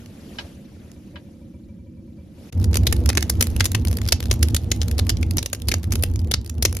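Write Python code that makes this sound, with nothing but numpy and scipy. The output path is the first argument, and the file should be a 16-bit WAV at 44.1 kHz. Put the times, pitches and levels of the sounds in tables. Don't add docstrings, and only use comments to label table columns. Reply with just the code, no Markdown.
import sys
import numpy as np
from scipy import signal
from scipy.fft import rfft, irfft
from scipy.io import wavfile
from scipy.ndimage import uniform_filter1d

SR = 44100
rng = np.random.default_rng(int(sys.argv[2]) if len(sys.argv) > 2 else 0)


def inscribe(sig):
    pcm = np.round(np.clip(np.atleast_2d(sig).T, -1, 1) * 32767)
    wavfile.write(sys.argv[1], SR, pcm.astype(np.int16))


N = 299880
CHANGE_S = 2.508
# frequency in Hz, relative density in dB.
HISS = [(500, 15.5), (1000, 1.5), (2500, 1), (5000, -2.5), (8500, -4.5), (13500, -9), (15700, -18),
        (16300, -49)]


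def gain_of(db):
    return 10 ** (np.asarray(db) / 20)


def unit_rms(x):
    return x / np.sqrt(np.mean(x ** 2) + 1e-20)


def at_hz(rows, hz):
    f, value = np.transpose(rows)
    return np.interp(np.log(hz + 1), np.log(f + 1), value)


def curve(rows, column=1):
    rows = np.asarray(rows)
    return np.interp(np.arange(N) / SR, rows[:, 0], rows[:, column])


def add(mix, s, sound):
    part = mix[..., round(s * SR):][..., :sound.shape[-1]]
    part += sound[..., :part.shape[-1]]


def resonances(modes, hz):
    return np.sqrt(sum(gain_of(2 * db) / (1 + (2 * (hz - f) / width) ** 2) ** 2
                       for f, width, db in modes))


def ring(modes, t, tilt_db):
    partials = (gain_of(db + tilt_db * np.log2(hz / 2000) - 60 * t / t60)
                * np.sin(2 * np.pi * (hz * t + rng.random())) for hz, db, t60 in modes)
    return sum(partials) * np.minimum(t / 0.0071, 1)


def stereo(a, b, hz):
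    # frequency in Hz, then in turn coherence, left lead in radians, left excess in dB.
    coherence = [(100, 0.99), (300, 0.93), (600, 0.71), (1500, 0.43), (4000, 0.38), (7000, 0.39), (8200, 1),
                 (10000, 0.68), (11400, 1), (13000, 0.71), (15000, 0.98)]
    lead = [(0, 0), (1700, 0), (3000, .8), (3900, .3), (5200, .6), (6500, -.9), (7900, -3), (11400, -6.2),
            (14800, -9.4), (17000, -9.5)]
    balance = [(60, -1), (600, -1.1), (1500, -0.5), (2500, 4), (5000, 0.5), (9000, 0)]
    same = np.clip(at_hz(coherence, hz), 0, 1)
    turn = np.exp(.5j * at_hz(lead, hz)) * gain_of(.5 * at_hz(balance, hz))
    return np.array([a * turn, (same * a + np.sqrt(1 - same ** 2) * b) / turn])


def noise(gain, size, patchy_db):
    hz = np.fft.rfftfreq(size, 1 / SR)[:, None]
    a, b, c, d, patches = rng.standard_normal((4 * N // size + 6, len(hz), 5)).T
    patches = unit_rms(uniform_filter1d(uniform_filter1d(patches, 9, 0), 5, 1))
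    spectra = stereo(a + 1j * b, c + 1j * d, hz) * gain(hz) * gain_of(patchy_db * patches)
    return unit_rms(signal.istft(spectra, nperseg=size, noverlap=3 * size // 4)[1][:, :N])


def small_flames():
    # frequency in Hz, relative density in dB.
    hum_spectrum = [(25, -46), (60, -5.5), (120, -4), (160, -7), (210, 0.5), (270, -8.5), (330, -5.5),
                    (420, -33.5), (540, -16), (680, -57), (1500, -82)]
    # time in seconds, level in dB.
    hiss_levels = [(0.0, -48.5), (0.12, -50), (0.41, -43.5), (0.63, -53.5), (0.86, -52.5), (1.29, -57),
                   (1.89, -64), (2.32, -58.5), (2.43, -48)]
    hum = noise(lambda hz: gain_of(at_hz(hum_spectrum, hz)), size=2048, patchy_db=-0.3)
    hiss = noise(lambda hz: gain_of(at_hz(HISS, hz)), size=512, patchy_db=2.5)
    return hum * gain_of(-42) + hiss * gain_of(curve(hiss_levels))


def draught(t):
    # centre in seconds, level in dB.
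    throbs = [(.018, -41), (.1, -39), (0.23, -40), (0.334, -44), (.449, -33), (.566, -40), (.629, -55),
              (0.749, -37), (0.856, -37), (0.978, -37), (1.053, -53), (1.161, -34.5), (1.279, -42),
              (1.354, -40.5), (1.432, -37), (1.558, -35.5), (1.651, -46), (1.707, -36), (1.807, -38.5),
              (1.883, -39), (1.989, -38.5), (2.097, -39), (2.202, -35), (2.396, -37), (2.47, -42)]
    # frequency in Hz, relative level in dB, T60 in seconds.
    pipe_modes = [(554, -12, 0.068), (964, -27.5, 0.1), (2330, -29, 0.14)]
    # time in seconds, gain in dB.
    ring_gains = [(0, -7), (1.0, 4.5), (2.5, 4.5)]
    out, late = np.zeros((2, N)), t - .02
    for s, db in throbs:
        pulse = np.exp(-(late / 0.019) ** 2) * np.sin(2 * np.pi * 78 * rng.uniform(1.0, 1.02) * late)
        pipe = ring(pipe_modes, t, tilt_db=1.4 * rng.standard_normal())
        pipe *= gain_of(np.interp(s, *np.transpose(ring_gains)))
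        add(out, max(s - .02, 0), gain_of(db) * (pulse + pipe))
    return out


def crack(db, peak_hz, high_db):
    # frequency in Hz, relative density in dB.
    spectrum = [(30, -26), (400, 14.5), (900, 2), (1500, 0), (3000, -0.5), (7000, 1), (10000, 7),
                (13500, 5.5), (15700, 7), (16300, -3), (17000, -32)]
    t, hz = np.arange(1024) / SR - .003, np.fft.rfftfreq(1024, 1 / SR)
    spray, other, clumps = rng.standard_normal((3, 1024))
    echo_s, pan = 0.00082 + 0.00397 * rng.random() ** 2, rng.standard_normal()
    stretch = np.clip(1 + 0.07 * (db + 26), .4, 1.6)
    low_db = -9 - 0.1469 * (db + 26.5) + 2.5 * rng.standard_normal()
    bursts = [(0, 1.5, stretch * 0.011), (stretch * echo_s, .9, stretch * 0.01), (-.002, .2, .03)]
    envelope = sum(size * gain_of(-60 * (t - s) / t60) * np.clip((t - s) / 0.00049, 0, 1) ** 2
                   for s, size, t60 in bursts)
    envelope *= gain_of(2 * unit_rms(uniform_filter1d(clumps, size=24)))
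    colour = at_hz(spectrum, hz) + 7 / (1 + ((hz - peak_hz) / 600) ** 2)
    colour += low_db / (1 + (hz / 1300) ** 4) + high_db / (1 + (8500 / (hz + 1)) ** 8)
    sound = irfft(stereo(rfft(spray * envelope), rfft(other * envelope), hz) * gain_of(colour))
    midband = irfft(rfft(sound.mean(0)) * (hz > 1500) * (hz < 7500))
    peak_rms = np.sqrt(uniform_filter1d(midband ** 2, size=130).max())
    return sound / peak_rms * gain_of(db + np.array([[1], [-1]]) * 0.48 * pan)


def kindling(ticks_per_s=70, trailing_share=.4):
    # start in seconds, midband level in dB, resonance in Hz, gain above 8500 Hz in dB.
    cracks = [(0.0601, -46, 2890, -16), (0.9164, -48.5, 7000, -11), (2.5258, -28.5, 2660, -14),
              (2.6424, -30.5, 4870, -5), (2.7315, -34, 4400, -25), (2.7432, -26.5, 2100, -7),
              (2.7554, -23, 4500, -12), (2.7696, -21.5, 6300, -6.5), (2.834, -41, 1680, -9),
              (2.8685, -16.5, 4000, -10), (2.9254, -22, 1570, -6), (2.9655, -39, 4190, -4),
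              (3.0597, -28.5, 1640, -5), (3.0906, -21, 5500, -11.5), (3.0999, -21, 2260, -19),
              (3.1306, -32, 2030, -15), (3.1519, -29, 6660, -15), (3.1728, -15, 1930, -14.5),
              (3.208, -34, 4950, -8), (3.2256, -21.5, 1840, -11), (3.2965, -18.5, 5180, -1),
              (3.4088, -17, 5900, -8), (3.4248, -19, 6300, -5), (3.4417, -36, 6670, -5),
              (3.4698, -33, 4100, -3.5), (3.564, -30.5, 2640, -4), (3.598, -29, 4720, -10),
              (3.6058, -13, 1570, -23), (3.6435, -27.5, 5400, -4), (3.6552, -19.5, 6940, -6),
              (3.7177, -31, 7040, -4), (3.7483, -19, 2260, -16), (3.8506, -32, 2690, -3.5),
              (3.8718, -31, 4470, -9), (3.8827, -32.5, 6300, -5), (3.913, -36.5, 5430, -5.5),
              (3.9287, -35.5, 1630, -8), (3.9702, -31.5, 4600, 0), (3.986, -35.5, 1840, -10),
              (4.0163, -33, 2100, -14), (4.0536, -38, 1660, -14), (4.0635, -38, 2600, -15),
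              (4.076, -31.5, 5210, -6), (4.087, -20.5, 4930, -11), (4.1226, -12, 5170, -14.5),
              (4.204, -29.5, 3500, -7), (4.2274, -33.5, 1500, -14), (4.2393, -40, 3900, -5),
              (4.2566, -34.5, 5030, -11), (4.3123, -15.5, 6380, -15.5), (4.328, -32, 6400, -8),
              (4.3392, -36, 7190, 1), (4.428, -17.5, 5070, -8.5), (4.4853, -35.5, 1670, -9),
              (4.5461, -22, 7600, -9.5), (4.5643, -21.5, 4300, -12), (4.7157, -16, 6830, -14),
              (4.816, -21.5, 6560, -22), (4.8314, -35.5, 5140, -10), (4.8828, -34, 4060, -10),
              (4.9127, -31, 2330, -6), (4.9814, -29, 4930, -7), (4.9906, -22, 4200, -16),
              (5.068, -36.5, 2240, -3.5), (5.094, -16, 5140, -15), (5.1702, -34, 4350, -18),
              (5.2286, -26, 2240, -17), (5.3094, -29.5, 4400, -3.5), (5.3704, -27, 6900, -2),
              (5.3827, -17, 6000, -17), (5.4284, -28.5, 4020, -6.5), (5.46, -22.5, 5500, -7),
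              (5.5306, -24, 6740, -5.5), (5.5486, -34.5, 5340, -9), (5.6194, -38, 3660, -5),
              (5.685, -21, 4650, -7.5), (5.716, -19, 2290, -18), (5.7393, -19.5, 6800, -17),
              (5.8318, -40, 4760, -7), (5.8415, -37, 2210, -11), (5.9218, -23, 6170, -9),
              (5.9355, -34, 5150, -7), (5.9552, -27.5, 4900, -8), (6.0249, -34, 4250, 9),
              (6.0354, -20.5, 2750, -2), (6.1592, -36, 6280, -14), (6.1923, -39.5, 4990, -11),
              (6.3136, -22, 4240, -8), (6.339, -14, 4740, -20), (6.4624, -40, 4670, -3),
              (6.4964, -31.5, 6700, -9.5), (6.6246, -19, 5550, -6), (6.6513, -11.5, 5800, -12.5),
              (6.727, -33.5, 5500, -4), (6.7503, -39, 6110, -1), (6.7681, -30, 6740, -6)]
    out, span_s = np.zeros((2, N)), N / SR - CHANGE_S
    for s, *row in cracks:
        add(out, s - .003, crack(*row))
    late = [s for s, *row in cracks if s > CHANGE_S]
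    for when, size, pitch, trails, wait in rng.random((round(ticks_per_s * span_s), 5)):
        s = CHANGE_S + when * span_s
        if trails < trailing_share:
            s = late[int(when * len(late))] + 0.0093 - .03 * np.log(1 - wait)
        add(out, s, crack(db=-58 + 12.5 * size, peak_hz=2000 + 5000 * pitch, high_db=-6.5))
    return out


def firebox(x):
    # frequency in Hz, T60 in seconds.
    decay = [(500, 0.091), (3000, 0.2), (14000, 0.093)]
    a, b = rng.standard_normal((2, 12000)) * (np.arange(12000) > 150)
    hz, t, spectra = signal.stft([a, 1.38 * a + 0.078 * b], SR, nperseg=256)
    tail = signal.istft(spectra * gain_of(-60 * t / at_hz(decay, hz)[:, None]), SR, nperseg=256)[1]
    return signal.fftconvolve(x, tail / np.linalg.norm(tail[0]), axes=1)[:, :N]


def hollow_knocks(t):
    # time in seconds, gain in dB, brightness in dB per octave.
    knocks = [(0.386, -21, 1.5), (1.158, -29.5, -3)]
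    # frequency in Hz, relative level in dB, T60 in seconds.
    stick_modes = [(590, -22.5, 0.26), (950, -17, 0.11), (1630, -6.5, 0.067), (2120, -3, 0.015),
                   (2976, 1, 0.039), (3430, -11.5, 0.029), (3960, -14, 0.07), (5140, -13, 0.036)]
    out = np.zeros((2, N))
    for s, db, tilt_db in knocks:
        spray = gain_of(-60 * t / 0.1) * rng.standard_normal((2, len(t))) * np.minimum(t / 0.00087, 1)
        band = signal.butter(4, [800, 4498 + 300 * tilt_db], "band", fs=SR, output="sos")
        knock = ring(stick_modes, t, tilt_db) + 1.15 * signal.sosfilt(band, spray)
        add(out, s - .001, gain_of(db) * knock)
    return out


def iron_tink(t):
    return ring([(2479, -56.5, 0.14)], t, tilt_db=0)


def big_flames():
    # frequency in Hz, width in Hz, relative level in dB.
    flue_modes = [(78.3, 22, 1.5), (66.6, 10, -27), (96, 23.8, -4.5)]
    firebox_modes = [(161, 93, -10.5), (189, 107, -5.5), (237.4, 32, 0.5), (327.3, 47, -6), (394, 39, -16),
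                     (479.8, 24.5, -10), (490, 730, -24.5), (627, 36, -26.5), (826, 80, -32)]
    # time in seconds, level in dB.
    roar_levels = [(2.55, -17), (3.05, -17.5), (3.26, -24.5), (3.4, -19), (3.47, -25.5), (3.6, -18.5),
                   (3.7, -26), (3.76, -18), (4.28, -25), (4.3, -18.5), (4.55, -17), (4.57, -25.5),
                   (4.99, -19.5), (5.37, -21), (5.51, -39), (5.71, -20.5), (5.84, -29.5), (5.88, -18.5),
                   (6.31, -22.5), (6.5, -33), (6.59, -21), (6.8, -27)]
    # time in seconds, firebox level before its swell in dB, hiss level in dB.
    flames = [(2.6, -36.5, -60), (3.07, -35.5, -48.5), (3.53, -37, -45), (4.0, -36.5, -59),
              (4.46, -38, -50), (4.93, -37.5, -49), (5.39, -38, -53), (5.86, -38, -56.5),
              (6.32, -39.5, -62.5), (6.79, -38.5, -55)]
    roar_db = curve(roar_levels)
    roar = noise(lambda hz: resonances(flue_modes, hz), size=4096, patchy_db=3.0)
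    roar /= np.sqrt(uniform_filter1d(roar[0] ** 2, size=6000) + 0.044)
    body = noise(lambda hz: resonances(firebox_modes, hz), size=2048, patchy_db=2.0)
    body *= gain_of(curve(flames) + 0.64 * (roar_db + 29))
    hiss = noise(lambda hz: gain_of(at_hz(HISS, hz)), size=256, patchy_db=2.5)
    return roar * gain_of(roar_db) + body + hiss * gain_of(curve(flames, column=2))


def gas_puffs():
    # start in seconds, approximate peak in dB.
    puffs = [(3.171, -12.5), (3.411, -16), (4.314, -20), (5.372, -11), (6.342, -13)]
    out, age = np.zeros(N), np.arange(2000) / SR / 0.0019
    for s, db in puffs:
        add(out, s, gain_of(db) * 4 * age * (1 - .5 * age) * np.exp(-age))
    return out


def scene():
    time = np.arange(N) / SR
    t = time[:12000]
    cracks = kindling()
    blend = np.pi * time / .23
    tails = firebox(cracks * np.sin(blend)) + firebox(cracks * np.cos(blend))
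    small = small_flames() + draught(t) + hollow_knocks(t)
    add(small, 2.5, iron_tink(t))
    big = big_flames() + gas_puffs()
    return np.where(time < CHANGE_S, small, big) + cracks + gain_of(-20.5) * tails


def record(dry, gap_s=0.008, fall_s=0.0053, rise_s=0.084):
    late = np.arange(N) / SR - CHANGE_S
    fade_s = np.where(late < 0, fall_s, rise_s)
    joined = dry * np.clip((abs(late) - .5 * gap_s) / fade_s, 0, 1)
    limited = joined / (1 + joined ** 4) ** .25
    lowpass = signal.firwin(511, 16900, window=("kaiser", 9), fs=SR)
    return signal.oaconvolve(limited, lowpass[None], "same")


dry = scene()
out = record(dry)
inscribe(out)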